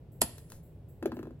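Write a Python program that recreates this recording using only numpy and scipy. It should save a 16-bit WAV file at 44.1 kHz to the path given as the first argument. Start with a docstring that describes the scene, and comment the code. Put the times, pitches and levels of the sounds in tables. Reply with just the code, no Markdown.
"""A small suction-cup toy pops off a plastic game cartridge on a shelf board, close to the microphone.
The rim peels, the seal snaps, air thumps into the cup, the shell rings and the board springs back.
Fingers tick and brush on the plastic, then the toy drops and bounces to rest, each landing a click,
a knock and a thud that chirps downward through the board. The room is small, with a low rumble.
A faint treble hiss pulses throughout."""
import sys
import numpy as np
from scipy import signal
from scipy.fft import rfft, irfft
from scipy.io import wavfile

SR = 44100
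rng = np.random.default_rng(int(sys.argv[2]) if len(sys.argv) > 2 else 0)


def wrap_up_sound(samples):
    """Save the sound to the file named by the first command line argument, as 16-bit audio."""
    columns = np.atleast_2d(samples).T
    # keep every value between -1 and 1, then stretch to whole-number steps
    tamed = np.clip(columns, -1, 1)
    steps = np.round(tamed * 32767).astype(np.int16)
    wavfile.write(sys.argv[1], SR, steps)


N = 61739

# the room's low rumble: freq_hz, level_db
RUMBLE_EQ = [(25, -23), (38, -12), (55, -0.5), (125, 1.5), (165, -0.5), (195, -13), (450, -15), (700, -24),
             (1200, -38), (3000, -43.5), (6000, -54), (15000, -54.5)]
# thin treble hiss: freq_hz, level_db
HISS_EQ = [(3000, -34.5), (6800, -20), (7700, 1), (9300, -15.5), (12000, 5), (13700, -7), (15300, 2)]
# rim crackling loose: freq_hz, level_db
PEEL_EQ = [(400, -12), (2000, -10.5), (2900, -1), (4600, -2), (6200, -16.5), (7600, 6), (9200, -7),
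           (11200, -3.5), (15000, -45)]
# bright tones of the snap: pitch_hz
SNAP_HZ = [7980, 10670, 11440]
# tone of the rim and the air under it: freq_hz, level_db
RIM_EQ = [(300, -20.5), (1000, -8), (2200, -12), (2800, -1.5), (3600, -19), (4600, -7.5), (6200, -12),
          (7700, -0.5), (9000, -3.5), (11200, 4.5), (12400, -7.5), (13700, -26.5), (15000, -49)]
# broad edge of the snap: freq_hz, level_db
CRACK_EQ = [(500, -18.5), (2200, -12.5), (2800, -1), (3700, -4.5), (4700, 2.5), (6300, -11), (9000, 0.5),
            (12000, 1.5), (13700, -14.5), (15000, -53.5)]
# the snap thrown back by things on the shelf: delay_s, level_db, left_lag_s
SHELF_ECHOES = [(.0018, -9, -.00002), (.003, -12, .00025), (.0043, -17, -.0002)]
# cartridge shell with the cup on it: pitch_hz, level_db, t60_s
SHELL_MODES = [(282, -36, 0.078), (530, -39.5, 0.028), (684, -24, 0.031), (980, -38, .02),
               (1269, -43.5, .03), (1802, -48, 0.093), (1834, -37.5, 0.031), (3370, -38, 0.029),
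               (4580, -39, 0.018), (7210, -46, 0.14)]
# fingers on plastic: start_s, click_db, click_t60_s, knock_db
TICKS = [(0.382, -27, 0.031, -32.5), (0.5015, -28.5, 0.022, -50.5), (0.5203, -24.5, 0.008, -29.5)]
# bright finger contact: freq_hz, level_db
FINGER_EQ = [(200, -16.5), (1400, 1), (2600, -7.5), (4500, -1), (11000, 7), (15500, -5)]
# woody body of a knock: freq_hz, level_db
KNOCK_EQ = [(200, -5), (600, 3.5), (1000, 2), (1750, -4.5), (2200, -16), (4500, -19), (6500, -37)]
# the toy's ring, relative to the knock: pitch_hz, level_db, t60_s
TOY_MODES = [(1016, -32.5, .045), (1298, -45, 0.078), (1603, -35.5, .05), (1735.3, -38, 0.033),
             (2605, -39.5, 0.035), (4056, -42, 0.029)]
# dull nudge of the cartridge: freq_hz, level_db
NUDGE_EQ = [(25, 1), (55, -23), (160, -2), (220, -16.5), (600, -16), (1500, -40), (8000, -52)]
# toy landing on the board: start_s, thud_db, thud_hz, knock_db, click_db
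BOUNCES = [(1.0266, -8.5, 327, -17.5, -30), (1.0572, 0, 395, -18, -20.5), (1.119, -10.5, 277, -17.5, -37),
           (1.1684, -15, 262, -23, -39), (1.191, -11.5, 293, -23.5, -37),
           (1.2288, -17.5, 347, -26.5, -36.5), (1.2542, -22.5, 342.3, -32.5, -49),
           (1.27, -16, 338, -32, -47), (1.3074, -22.5, 295, -35.5, -51)]
# the board's ring, relative to the thud: pitch_hz, level_db, t60_s
BOARD_MODES = [(240.6, -28.5, 0.19), (319.2, -34.5, 0.11), (469.6, -34.5, 0.14), (546, -34.5, 0.13)]
# hard click of a landing: freq_hz, level_db
CLICK_EQ = [(500, -6), (2500, 11.5), (5000, 2.5), (7000, 6), (9000, -8.5), (11500, 11.5), (15500, -3)]
# reverb tail by band: freq_hz, level_db, t60_s
ROOM_BANDS = [(100, -6.5, 0.27), (302, -7.5, 0.29), (800, -17, 0.47), (2020, -9.5, 0.52), (5140, -14, 0.45),
              (11200, -24, 0.93), (15000, -14, 0.29)]

POP_S = .2175  # the seal breaks
INRUSH_S = POP_S + .0018  # air gets under the rim
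TIME_S = np.arange(N) / SR
BINS_HZ = np.maximum(np.arange(N + 1) * SR / (2 * N), 1)  # spectrum padded to twice the length


def gain(db):
    """Decibels to gain."""
    return 10 ** (np.asarray(db) / 20)


def unit(x):
    """Scale to an energy of one."""
    return x / np.sqrt(np.sum(x ** 2) + 1e-18)


def through(x, response):
    """Filter by a complex response."""
    return irfft(rfft(x, 2 * N) * response)[..., :N]


def eq(x, curve):
    """Minimum-phase EQ, so nothing rings ahead of a hit."""
    hz, db = np.array(curve, float).T
    cepstrum = irfft(np.log(gain(np.interp(np.log(BINS_HZ), np.log(hz), db))))
    causal = np.r_[cepstrum[0], 2 * cepstrum[1:N]]
    return through(x, np.exp(rfft(causal, 2 * N)))


def delay(x, seconds):
    """Delay, by fractions of a sample too."""
    return through(x, np.exp(-2j * np.pi * BINS_HZ * seconds))


def pan(x, left_db, lag_s):
    """Stereo position: the left side is louder by left_db and later by lag_s."""
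    return np.array([delay(x, lag_s) * gain(left_db / 2), x * gain(-left_db / 2)])


def decay(start, t60):
    """Instant attack, exponential tail."""
    age = TIME_S - start
    return (age >= 0) * np.exp(-np.log(1000) * np.maximum(age, 0) / t60)


def ring(start, hz, t60):
    """One struck mode."""
    return decay(start, t60) * np.sin(2 * np.pi * hz * (TIME_S - start))


def strike(start, modes):
    """A body's modes, struck together."""
    return sum(gain(db) * ring(start, hz, t60) for hz, db, t60 in modes)


def scatter(start, t60):
    """A quick cluster of tiny impacts with an even spectrum."""
    noise = rng.standard_normal(N) * decay(start, t60)
    whitened = irfft(np.exp(1j * np.angle(rfft(noise, 2 * N))))[:N]
    return unit(whitened * decay(start, 2 * t60))


def burst(start, t60, curve):
    """A crack of noise shaped by an EQ curve."""
    return unit(eq(scatter(start, t60), curve))


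def wide_noise(spread_hz):
    """Stereo noise, centred in the bass and wide above spread_hz."""
    mid, side = rng.standard_normal((2, N))
    width = np.clip(BINS_HZ / (BINS_HZ + spread_hz), .1, 1)
    mid = through(mid, 1 / np.hypot(1, width))
    side = through(side, width / np.hypot(1, width))
    return np.array([mid + side, mid - side])


def rumble():
    """The room's steady low bed."""
    bed = eq(wide_noise(spread_hz=1100), RUMBLE_EQ)
    return gain(-49.5) * bed / bed.std()


def hiss():
    """Faint treble hiss that swells and fades about four times a second."""
    offset_s, period_s, attack_s, t60 = .115, .2554, .0086, .42
    age = (TIME_S - offset_s) % period_s
    pulse = np.minimum(age / attack_s, 1) * np.exp(-np.log(1000) * age / t60)
    noise = eq(wide_noise(spread_hz=20000), HISS_EQ)
    return gain(-63) * noise / noise.std() * pulse


def rim_peel():
    """The rim crackles loose in a fast swell up to the pop."""
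    length_s, rise_db = .0075, 25.5
    remaining = (POP_S - TIME_S) / length_s
    swell = (remaining > 0) * (remaining < 1) * gain(-rise_db * np.clip(remaining, 0, 1))
    peel = gain(-3.5) * unit(eq(swell * rng.standard_normal(N), PEEL_EQ))
    return pan(peel, left_db=-2.5, lag_s=.00016)


def seal_snap():
    """The seal breaks with a bright ping and a crack that slap back off things on the shelf."""
    ping = unit(eq(sum(ring(POP_S, hz, t60=.0018) for hz in SNAP_HZ), RIM_EQ))
    snap = gain(3) * ping + gain(-3.5) * burst(POP_S, t60=.001, curve=CRACK_EQ)
    echoes = sum(pan(gain(db) * delay(snap, after_s), 0, lag_s) for after_s, db, lag_s in SHELF_ECHOES)
    return pan(snap, left_db=-2, lag_s=.00016) + echoes


def air_inrush():
    """Air hisses in under the rim while the shell's crowded top modes sizzle."""
    air = gain(-2) * burst(INRUSH_S, t60=.012, curve=RIM_EQ)
    low_hz, high_hz = 10130, 12230
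    sizzle = sum(np.sign(polarity - .5) * ring(INRUSH_S, low_hz + spot * (high_hz - low_hz), t60=.24)
                 for spot, polarity in rng.random((40, 2)))
    return pan(air + gain(-8) * unit(sizzle), left_db=-1, lag_s=.000301)


def pop_body():
    """The weight of the pop: the cup's cavity thumps, board and shelf recoil, the shell rings."""
    cavity_hz = 780
    bass_loss = 1 / (1 - .4j * cavity_hz / BINS_HZ)  # a small cup radiates little bass
    thump = gain(-12.5) * through(ring(INRUSH_S, cavity_hz, t60=.0037), bass_loss)
    board = gain(-9) * thud(INRUSH_S, hz=272, path=1.05)
    shelf = gain(-10.5) * thud(INRUSH_S, hz=83, path=1.05)
    return pan(thump + board + shelf + strike(INRUSH_S, SHELL_MODES), left_db=2.5, lag_s=-.00003)


def bending_wave(start, path=1):
    """Highs cross the board first, so a blow chirps downward; path 1 is a bounce's distance."""
    travel_s = path * .0102 * (300 / np.maximum(BINS_HZ, 172)) ** 1.7
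    phase = -2 * np.pi * np.cumsum(start + travel_s) * SR / (2 * N)
    return irfft(np.exp(1j * phase))[:N]


def soft_contact(hz, octaves=.52):
    """The rounded band that a soft contact excites."""
    return 1 / (1 + (np.log2(BINS_HZ / hz) / octaves) ** 2 / 2) ** 2


def thud(start, hz, path=1, rattle=0):
    """Low end of a blow on the board; rattle is the roughness of the toy rocking as it lands."""
    blow = bending_wave(start, path) + rattle * scatter(start, t60=.06)
    return unit(through(blow, soft_contact(hz)))


def finger_ticks():
    """Fingernails click and knock on the plastic and ring the toy brightly."""
    tilt_db_per_octave, lowest_hz = 12, TOY_MODES[0][0]
    bright_modes = [(hz, db + tilt_db_per_octave * np.log2(hz / lowest_hz), t60)
                    for hz, db, t60 in TOY_MODES]
    ticks = 0
    for start, click_db, click_t60, knock_db in TICKS:
        click = burst(start, click_t60, FINGER_EQ)
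        knock = unit(eq(bending_wave(start, path=0), KNOCK_EQ))
        toy = gain(-7.5) * strike(start, bright_modes)
        ticks += gain(click_db) * click + gain(knock_db) * (knock + toy)
    return ticks


def skin_brush():
    """Skin slides over the toy and softly nudges the cartridge."""
    peak_s, width_s = .541, .034
    slide = np.exp(-((TIME_S - peak_s) / width_s) ** 2 / 2) * rng.standard_normal(N)
    return gain(-27) * unit(eq(slide, FINGER_EQ)) + gain(-19) * unit(eq(slide, NUDGE_EQ))


def toy_bounces():
    """Each landing clicks and rings the toy, knocks the board and sends a falling thud through it."""
    click_after_s, crossing_s = .001195, .01207  # the board rings once the wave has crossed it
    landings = 0
    for start, thud_db, thud_hz, knock_db, click_db in BOUNCES:
        contact = bending_wave(start) + scatter(start, t60=.012)  # an uneven landing chatters
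        knock = unit(eq(contact, KNOCK_EQ))
        board = through(strike(start + crossing_s, BOARD_MODES), soft_contact(thud_hz))
        landings += gain(thud_db) * (thud(start, thud_hz, rattle=.65) + board)
        landings += gain(knock_db) * (knock + strike(start + click_after_s, TOY_MODES))
        landings += gain(click_db) * burst(start + click_after_s, t60=.025, curve=CLICK_EQ)
    low_cut = 1 / np.hypot(1, (193 / BINS_HZ) ** 10)  # the board radiates little below 193 Hz
    return pan(through(landings, low_cut), left_db=1.6, lag_s=-.00011)


def room(direct):
    """Add quick reflections off the shelf and the small room's tail, band by band."""
    predelay_s, spread_hz, early_low_hz, early_top_hz = .0016, 1470, 690, 11000
    tail_noise = wide_noise(spread_hz)
    early_band = 1 / np.hypot(1, BINS_HZ / early_top_hz) / np.hypot(1, early_low_hz / BINS_HZ)
    reverb = gain(-5.5) * through(wide_noise(spread_hz), early_band) * unit(decay(predelay_s, t60=.097))
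    centres_hz, levels_db, t60s = np.array(ROOM_BANDS).T
    for solo, db, t60 in zip(np.eye(len(centres_hz)), levels_db, t60s):
        band = np.interp(np.log(BINS_HZ), np.log(centres_hz), solo)
        reverb += gain(db) * through(tail_noise, band) * unit(decay(predelay_s, t60))
    return direct + through(direct, rfft(reverb, 2 * N))


def scene():
    """Over a low rumble and a faint pulsing hiss: the pop, the fingers, then the drop."""
    background = rumble() + hiss()
    pop = rim_peel() + seal_snap() + air_inrush() + pop_body()
    fingers = pan(finger_ticks() + skin_brush(), left_db=2, lag_s=-.000058)
    return background + room(pop + fingers + toy_bounces())


def record(dry):
    """The recorder cuts the top steeply at 16.2 kHz."""
    return signal.sosfilt(signal.ellip(8, .2, 70, 16200, fs=SR, output="sos"), dry)


dry = scene()
out = record(dry)
wrap_up_sound(out)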